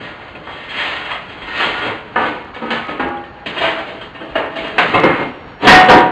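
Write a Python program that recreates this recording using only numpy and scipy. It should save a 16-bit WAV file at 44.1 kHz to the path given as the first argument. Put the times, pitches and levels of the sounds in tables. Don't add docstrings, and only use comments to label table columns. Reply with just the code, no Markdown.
import sys
import numpy as np
from scipy import signal
from scipy.fft import rfft, irfft, next_fast_len
from scipy.io import wavfile

SR = 44100
rng = np.random.default_rng(int(sys.argv[2]) if len(sys.argv) > 2 else 0)


def amplitude_ratio(level_db):
    exponent = np.asarray(level_db, float) / 20
    return 10 ** exponent


def waveform_to_disk(signal):
    frames = np.transpose(np.atleast_2d(signal))
    scaled = np.clip(frames, -1, 1) * 32767
    samples = np.round(scaled).astype(np.int16)
    wavfile.write(sys.argv[1], SR, samples)


N = 269451
PAD = next_fast_len(N + SR)
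FOLD_HZ = SR / 8

# (centre [Hz], decay of plate and room t60 [s])
RANGES = [(200, 0.67), (650, 0.46), (1500, 0.6), (3300, 0.5)]


def panels():
    # (frequency [Hz], level [dB])
    radiation = [(25, -18.5), (60, -19.5), (120, -2.5), (250, 4.5), (800, 2.5), (2000, 1), (3200, -2.5),
                 (4000, -9), (4600, -17.5), (5100, -27.5), (5500, -49)]
    centre, t60 = np.transpose(RANGES)
    memory = t60 * SR / np.log(1e6)

    hz = np.arange(PAD // 2 + 1) * SR / PAD
    share = np.array([np.interp(np.log(hz + 1), np.log(centre), row) for row in np.eye(4)])
    share = np.sqrt(share) * amplitude_ratio(at_hz(radiation, hz)) * (hz < FOLD_HZ)
    share /= np.sqrt(np.mean(share ** 2, axis=1) * memory)[:, None]
    drive = rfft(forces(memory), PAD) * share

    t = np.arange(SR) / SR
    dying = amplitude_ratio(-60 * t / t60[:, None])
    dying *= 1 - 0.3 * np.exp(-t / 0.009)
    dying *= 1 + 0.32 * np.exp(-t / 0.018)
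    dense = rfft(mode_crowd(standing_out=0.025, rise_db=14.5) * dying, PAD)
    ringing = irfft((drive * dense).sum(axis=(0, 1)), PAD)[:N] * amplitude_ratio(-3.5)

    pushed = irfft(drive.sum(axis=1), PAD)[:, :N]
    joined = pushed + 1.02 * pushed.sum(axis=0)
    return ringing + strong_modes(joined / 1.88)


def forces(memory):
    # (start [s], hold [s], level [dB], brightness [dB/octave], focus [dB/octave^2])
    strokes = [(0.005, 0.027, -34, 3.5, 1.06), (.2, 0.034, -41, 1, 1.5), (.46, .12, -38, 0.7, -0.57),
               (.76, .04, -29, 6.5, 1.6), (.87, 0.044, -25.5, 3.1, 0.5), (.98, 0.12, -31.5, 4, 1.94),
               (1.3, 0.038, -41.5, 0.5, -0.4), (1.53, 0.045, -36.5, 5, 0.3), (1.63, 0.062, -25, 1.5, 0.6),
               (1.79, 0.027, -22.5, 2.5, 1.8), (1.85, 0.016, -26.5, 1.9, 2.5), (2.19, 0.1, -28.5, -1, 0.8),
               (2.74, 0.013, -22, 3, 3), (3.07, 0.018, -23.5, 0.8, 11.5), (3.52, 0.024, -49.5, 1.2, 5),
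               (3.62, 0.016, -17, 4, 2.5), (3.74, 0.16, -40, -0.9, -0.8), (4.29, 0.039, -37.5, -1.5, -0.8),
               (4.39, 0.037, -27, -3.2, 4.5), (4.61, 0.049, -32.5, 0.3, -0.1),
               (4.83, 0.063, -22.5, -1.5, -0.3), (5.05, 0.026, -14, 7, 8), (5.16, 0.01, -22, 1.7, 2),
               (5.38, .03, -45.5, -1.5, -0.5)]
    # (start [s], hold [s], level [dB], brightness [dB/octave],
    # focus [dB/octave^2])
    crashes = [
        (5.628, .04, -20, -2, -1),
        (5.675, 0.064, -1.5, 4, 4),
        (5.78, .02, -18, -2, 2.5),
        (5.89, 0.043, -2, -4, 2.5),
        (6.0, 0.11, -18, -5, 16),
    ]
    # (level [dB], brightness [dB/octave], focus [dB/octave^2])
    handling = (-45.5, -0.25, 0.9)
    # (time [s], ring level [dB], brightness [dB/octave], focus [dB/octave^2])
    snaps = [(.009, -50, -8, -1.1), (0.09, -36.5, 0.5, 3.5), (0.28, -43.5, 5, 1.5), (.35, -37, -2.5, -0.1),
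             (.47, -26, 4, 11), (1.292, -40, 1.5, 1), (1.418, -33.5, 1.1, 0.5), (2.159, -12.5, -0.6, 4),
             (2.256, -25.5, -0.1, 0.9), (2.562, -32.5, -0.2, 1), (2.705, -21, 0.85, 0),
             (2.885, -25, -1, 0.7), (2.996, -19.5, -1.5, 1.6), (3.02, -26, -3, 4), (3.238, -43, 1.5, 0.5),
             (3.46, -32, 0.5, -2.1), (4.012, -37, 1.5, 0.1), (4.354, -15.5, -0.2, 2.5), (4.782, -12, 3, 2),
             (5.035, -12, -4, 0.94), (5.633, -24.5, -6.5, 1.4), (5.672, -7, -1.5, -0.8),
             (5.886, -11, -1.45, -0.16)]
    # (time [s], ring level [dB], brightness [dB/octave], focus [dB/octave^2])
    skids = [(.752, -41, .2, -1), (.878, -41, 5, 2), (1.105, -25, 7.5, 5.1), (1.472, -31, 3, 1),
             (1.596, -20.5, 5.5, 2.5), (1.852, -36.5, -4.5, -3), (2.616, -26.5, -3.5, 1.1),
             (3.572, -46.5, 0, -6), (3.609, -24, 1.5, 0), (3.773, -26, 1, 2), (4.58, -31.5, -2.5, -0.4),
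             (4.937, -9.5, -3, 1), (5.19, -25, -11, 3.1), (2.537, -36.5, 7.5, 3), (4.143, -38, 1.2, .2),
             (4.204, -31, -3.7, 0.2), (4.556, -30, 0, -1.1)]

    judder = amplitude_ratio(3.5 * drift(30, count=1))
    power = pressure(strokes, rise_db=161, fall_db=164, sag_db=0)
    power += by_range(*handling)[:, None] ** 2
    power += pressure(crashes, rise_db=892.5, fall_db=299.5, sag_db=78.5)
    force = grit(per_s=2500, spread_db=3.5, count=3)[:, None] * np.sqrt(power / 3) * judder

    slides = np.hanning(1000) * rng.standard_normal((len(skids), 1000))
    for k, (at, *colour) in enumerate(skids + snaps):
        if k < len(skids):
            contact = slides[k] / np.linalg.norm(slides[k])
        else:
            contact = np.ones(1)
        start = round(at * SR) - len(contact) // 4
        blow = by_range(*colour) * np.sqrt(memory)
        force[k % 3, :, start:start + len(contact)] += blow[:, None] * contact
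    return force


def grit(per_s, spread_db, count):
    sizes = amplitude_ratio(spread_db * np.minimum(rng.exponential(1, (count, N)), 5))
    sizes *= rng.choice([-1, 1], (count, N))
    slips = sizes * (rng.random((count, N)) < per_s / SR)
    return slips / np.std(slips)


def pressure(rows, rise_db, fall_db, sag_db):
    t = np.arange(0, N, 32) / SR
    power = np.zeros((len(RANGES), len(t)))
    for start, hold, *colour in rows:
        shape_db = -rise_db * np.maximum(start - t, 0)
        shape_db -= sag_db * np.maximum(t - start, 0)
        shape_db -= fall_db * np.maximum(t - start - hold, 0)
        power += (by_range(*colour)[:, None] * amplitude_ratio(shape_db)) ** 2
    return np.repeat(power, 32, axis=1)[:, :N]


def by_range(level_db, bright_db, focus_db):
    octaves = np.log2(np.array(RANGES)[:, 0] / 800)
    return amplitude_ratio(level_db + bright_db * octaves - focus_db * octaves ** 2)


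def mode_crowd(standing_out, rise_db):
    shape = (3, 1, SR // 2 + 1)
    prominent = (rng.random(shape) < standing_out) * (np.arange(shape[2]) > 400)
    phase = 2 * np.pi * rng.random(shape)
    crowd = irfft(amplitude_ratio(rise_db * prominent) * np.exp(1j * phase), SR)
    return crowd / np.std(crowd)


def strong_modes(pushed):
    fold_starts = [
        0,
        2.14,
        2.52,
        2.98,
        3.44,
        4.76,
        5.58,
    ]
    mode_t60 = [0.36, 0.42, 0.45, 0.42, 0.27, 0.25, 0.57]
    # (frequency [Hz], level [dB])
    first = [(298, -11.5), (594, -2), (740, -3), (1157, -1.5), (1431, 3.5), (1806, -6.5), (1857, 1.5),
             (1908, -12), (2091, 3), (2680, -0.5), (3055, -2.5), (3254, 5), (3730, -13), (4169, -1)]
    # (frequency [Hz], level [dB])
    second = [(228, -12.5), (293, -11), (495, -19), (737, -1.5), (966, 2), (1168, 3), (1224, 3.5),
              (1456, -10), (1499, 7.5), (1749, 3), (2164, 0.5), (2309, -13), (2995, -7), (3264, -3)]
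    # (frequency [Hz], level [dB])
    pressed = [(230, -4.5), (297, -6), (497, -3.5), (786, -1), (1263, 3.5), (1500, 0), (1760, 1.5),
               (2250, 0), (2520, -6), (2995, -0.5), (3264, 1), (4050, -3)]
    # (frequency [Hz], level [dB])
    third = [(258, -2.5), (344, 0), (411, -14), (519, -6.5), (820, 6), (925, -11), (1149, 3.5), (1370, 2.5),
             (1440, 1.5), (1633, 9), (1827, 1.5), (1972, -13), (2193, -4), (2699, -3)]
    # (frequency [Hz], level [dB])
    fourth = [(317, -3.5), (597, -3.5), (656, 5), (1197, 2), (1248, -20), (1426, -9.5), (1545, 0.5),
              (1658, 1.5), (1822, 2.5), (2565, -14), (2847, 1), (3068, -0.5), (3219, 4), (3711, -12)]
    # (frequency [Hz], level [dB])
    fifth = [(315, -8.5), (525, -5.5), (719, -2), (880, -7.5), (1204, 1.5), (1230, -7.5), (1515, 0.5),
             (1733, -0.5), (1622, -10), (2125, 7.5), (2370, -14), (2615, 1.5), (3884, -9), (4100, 3.5)]
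    # (frequency [Hz], level [dB])
    last = [(684.4, -8), (741.1, 0.5), (853, -11), (952, -1.5), (1185, 1.5), (1573, 3.5), (1480, -1.5),
            (1735, 2), (1850, 2), (2170, -2.5), (3180, -5.5), (3290, 5), (3510, -0.5), (3910, 2.5)]

    crease = np.searchsorted(fold_starts, np.arange(N) / SR, side="right") - 1
    coupling = amplitude_ratio(2.62 * drift(2.914, count=22))
    out = np.zeros(N)
    for c, modes in enumerate([first, second, pressed, third, fourth, fifth, last]):
        for k, (hz, db) in enumerate(modes):
            push = pushed[k % 3] * coupling[k] * amplitude_ratio(db - 19.0) * (crease == c)
            t60 = mode_t60[c] * (1000 / hz) ** 0.15
            out += (-1) ** k * ring(push, hz, t60)
    return out


def ring(drive, hz, t60):
    r, w = amplitude_ratio(-60 / (t60 * SR)), 2 * np.pi * hz / SR
    return signal.lfilter([0, np.sin(w)], [1, -2 * r * np.cos(w), r * r], drive + 1e-18)


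def drift(rate, count):
    knots = rng.standard_normal((count, 200))
    place = np.arange(N) / SR * rate
    return np.array([np.interp(place, np.arange(200), k) for k in knots])


def at_hz(points, hz):
    known_hz, value = np.transpose(points)
    return np.interp(np.log(hz + 1), np.log(known_hz), value)


def flicks():
    # (time [s], frequency [Hz], level [dB], t60 [s])
    edge_flicks = [(.055, 2560, -40, .15), (.352, 2500, -32, 0.13), (3.05, 345.3, -22, 0.59),
                   (3.171, 3200, -35, 0.063), (3.238, 3030, -38, 0.073), (4.014, 3010, -34, .25),
                   (4.585, 2176, -22, 0.13), (4.784, 1515, -18.5, 0.42), (5.037, 506, -9.5, 0.35),
                   (5.625, 420, -14.5, 0.28), (5.69, 1870, -3.5, .35), (5.89, 1434, -12, 0.5),
                   (5.905, 951, -8.5, 0.6)]
    out = np.zeros(N)
    for at, hz, db, t60 in edge_flicks:
        start = round(at * SR)
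        tap = np.zeros(N - start)
        tap[:60] = np.hanning(60) * np.cos(2 * np.pi * hz * np.arange(60) / SR) * amplitude_ratio(db) / 15
        out[start:] += ring(tap, hz, t60)
        out[start:] += 0.63 * ring(tap, hz * 0.7, t60)
        out[start:] -= 0.71 * ring(tap, hz * 1.07, t60)
    return out


def floor_boards():
    # (time [s], level [dB], frequency [Hz])
    thumps = [(1.419, -35, 51.4), (1.68, -36, 48.2), (1.87, -33, 103.4), (2.17, -33, 89.5),
              (3.02, -31, 71.4), (3.6, -39, 60.3), (4.3, -35, 52), (4.6, -39, 50)]
    push_s, t60 = 0.022, 0.45
    push = np.hanning(round(push_s * SR))
    t = np.arange(len(push)) / SR
    out = np.zeros(N)
    for at, db, hz in thumps:
        start = round(at * SR)
        tap = np.zeros(N - start)
        tap[:len(push)] = push * np.sin(2 * np.pi * hz * t) * amplitude_ratio(db) * 4 / len(push)
        out[start:] += ring(tap, hz, t60) + 0.36 * ring(tap, 0.45 * hz, t60)
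    return out


def air():
    # (frequency [Hz], level [dB/Hz])
    air_spectrum = [(20, -11), (50, 9), (100, 11), (300, 5), (800, 4.5), (1600, 1), (3000, -30),
                    (4400, -13.5), (5500, -45)]
    hz = np.arange(PAD // 2 + 1) * SR / PAD
    noise = rfft(rng.standard_normal(PAD))
    tone = irfft(noise * amplitude_ratio(at_hz(air_spectrum, hz)) * (hz < FOLD_HZ), PAD)[:N]
    level_db = -38.5 + 1.07 * drift(13.0, count=1)[0]
    return amplitude_ratio(level_db) * tone / np.std(tone)


def scene():
    return (panels() + flicks() + floor_boards() + air())[None]


def low_pass(x):
    return signal.sosfilt(signal.butter(12, 15800, fs=SR, output="sos"), x)


def record(dry):
    # (distance above the fold [Hz], level [dB])
    mirror = [(12, -0.5), (500, -6), (1000, -13), (2000, -25), (3000, -35.5), (4500, -55.5)]
    size = 8 * (PAD // 8)
    band = rfft(np.clip(dry[0], -1.05, 1.05), size)
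    fold = size // 8
    band[fold:] = 0
    leak = amplitude_ratio(at_hz(mirror, np.arange(fold) * SR / size))
    band[fold + 1:2 * fold + 1] = np.conj(band[:fold][::-1]) * leak
    played = irfft(band, size)

    slips = np.arange(0.0935, N / SR, 0.1067)
    slips = slips + rng.uniform(-0.008, 0.008, len(slips))
    shift = np.searchsorted(slips, np.arange(N) / SR) % 2
    slipped = played[np.arange(N) + 2 * shift]

    smooth = signal.butter(3, 9000, fs=SR, output="sos")
    hot = signal.sosfiltfilt(smooth, slipped)
    clipped = 0.965 * hot / (1 + np.abs(hot) ** 24) ** (1 / 24)
    cut = signal.butter(2, 13000, fs=SR, output="sos")
    mix = signal.sosfilt(cut, clipped)[None]
    return low_pass(mix)


dry = scene()
out = record(dry)
waveform_to_disk(out)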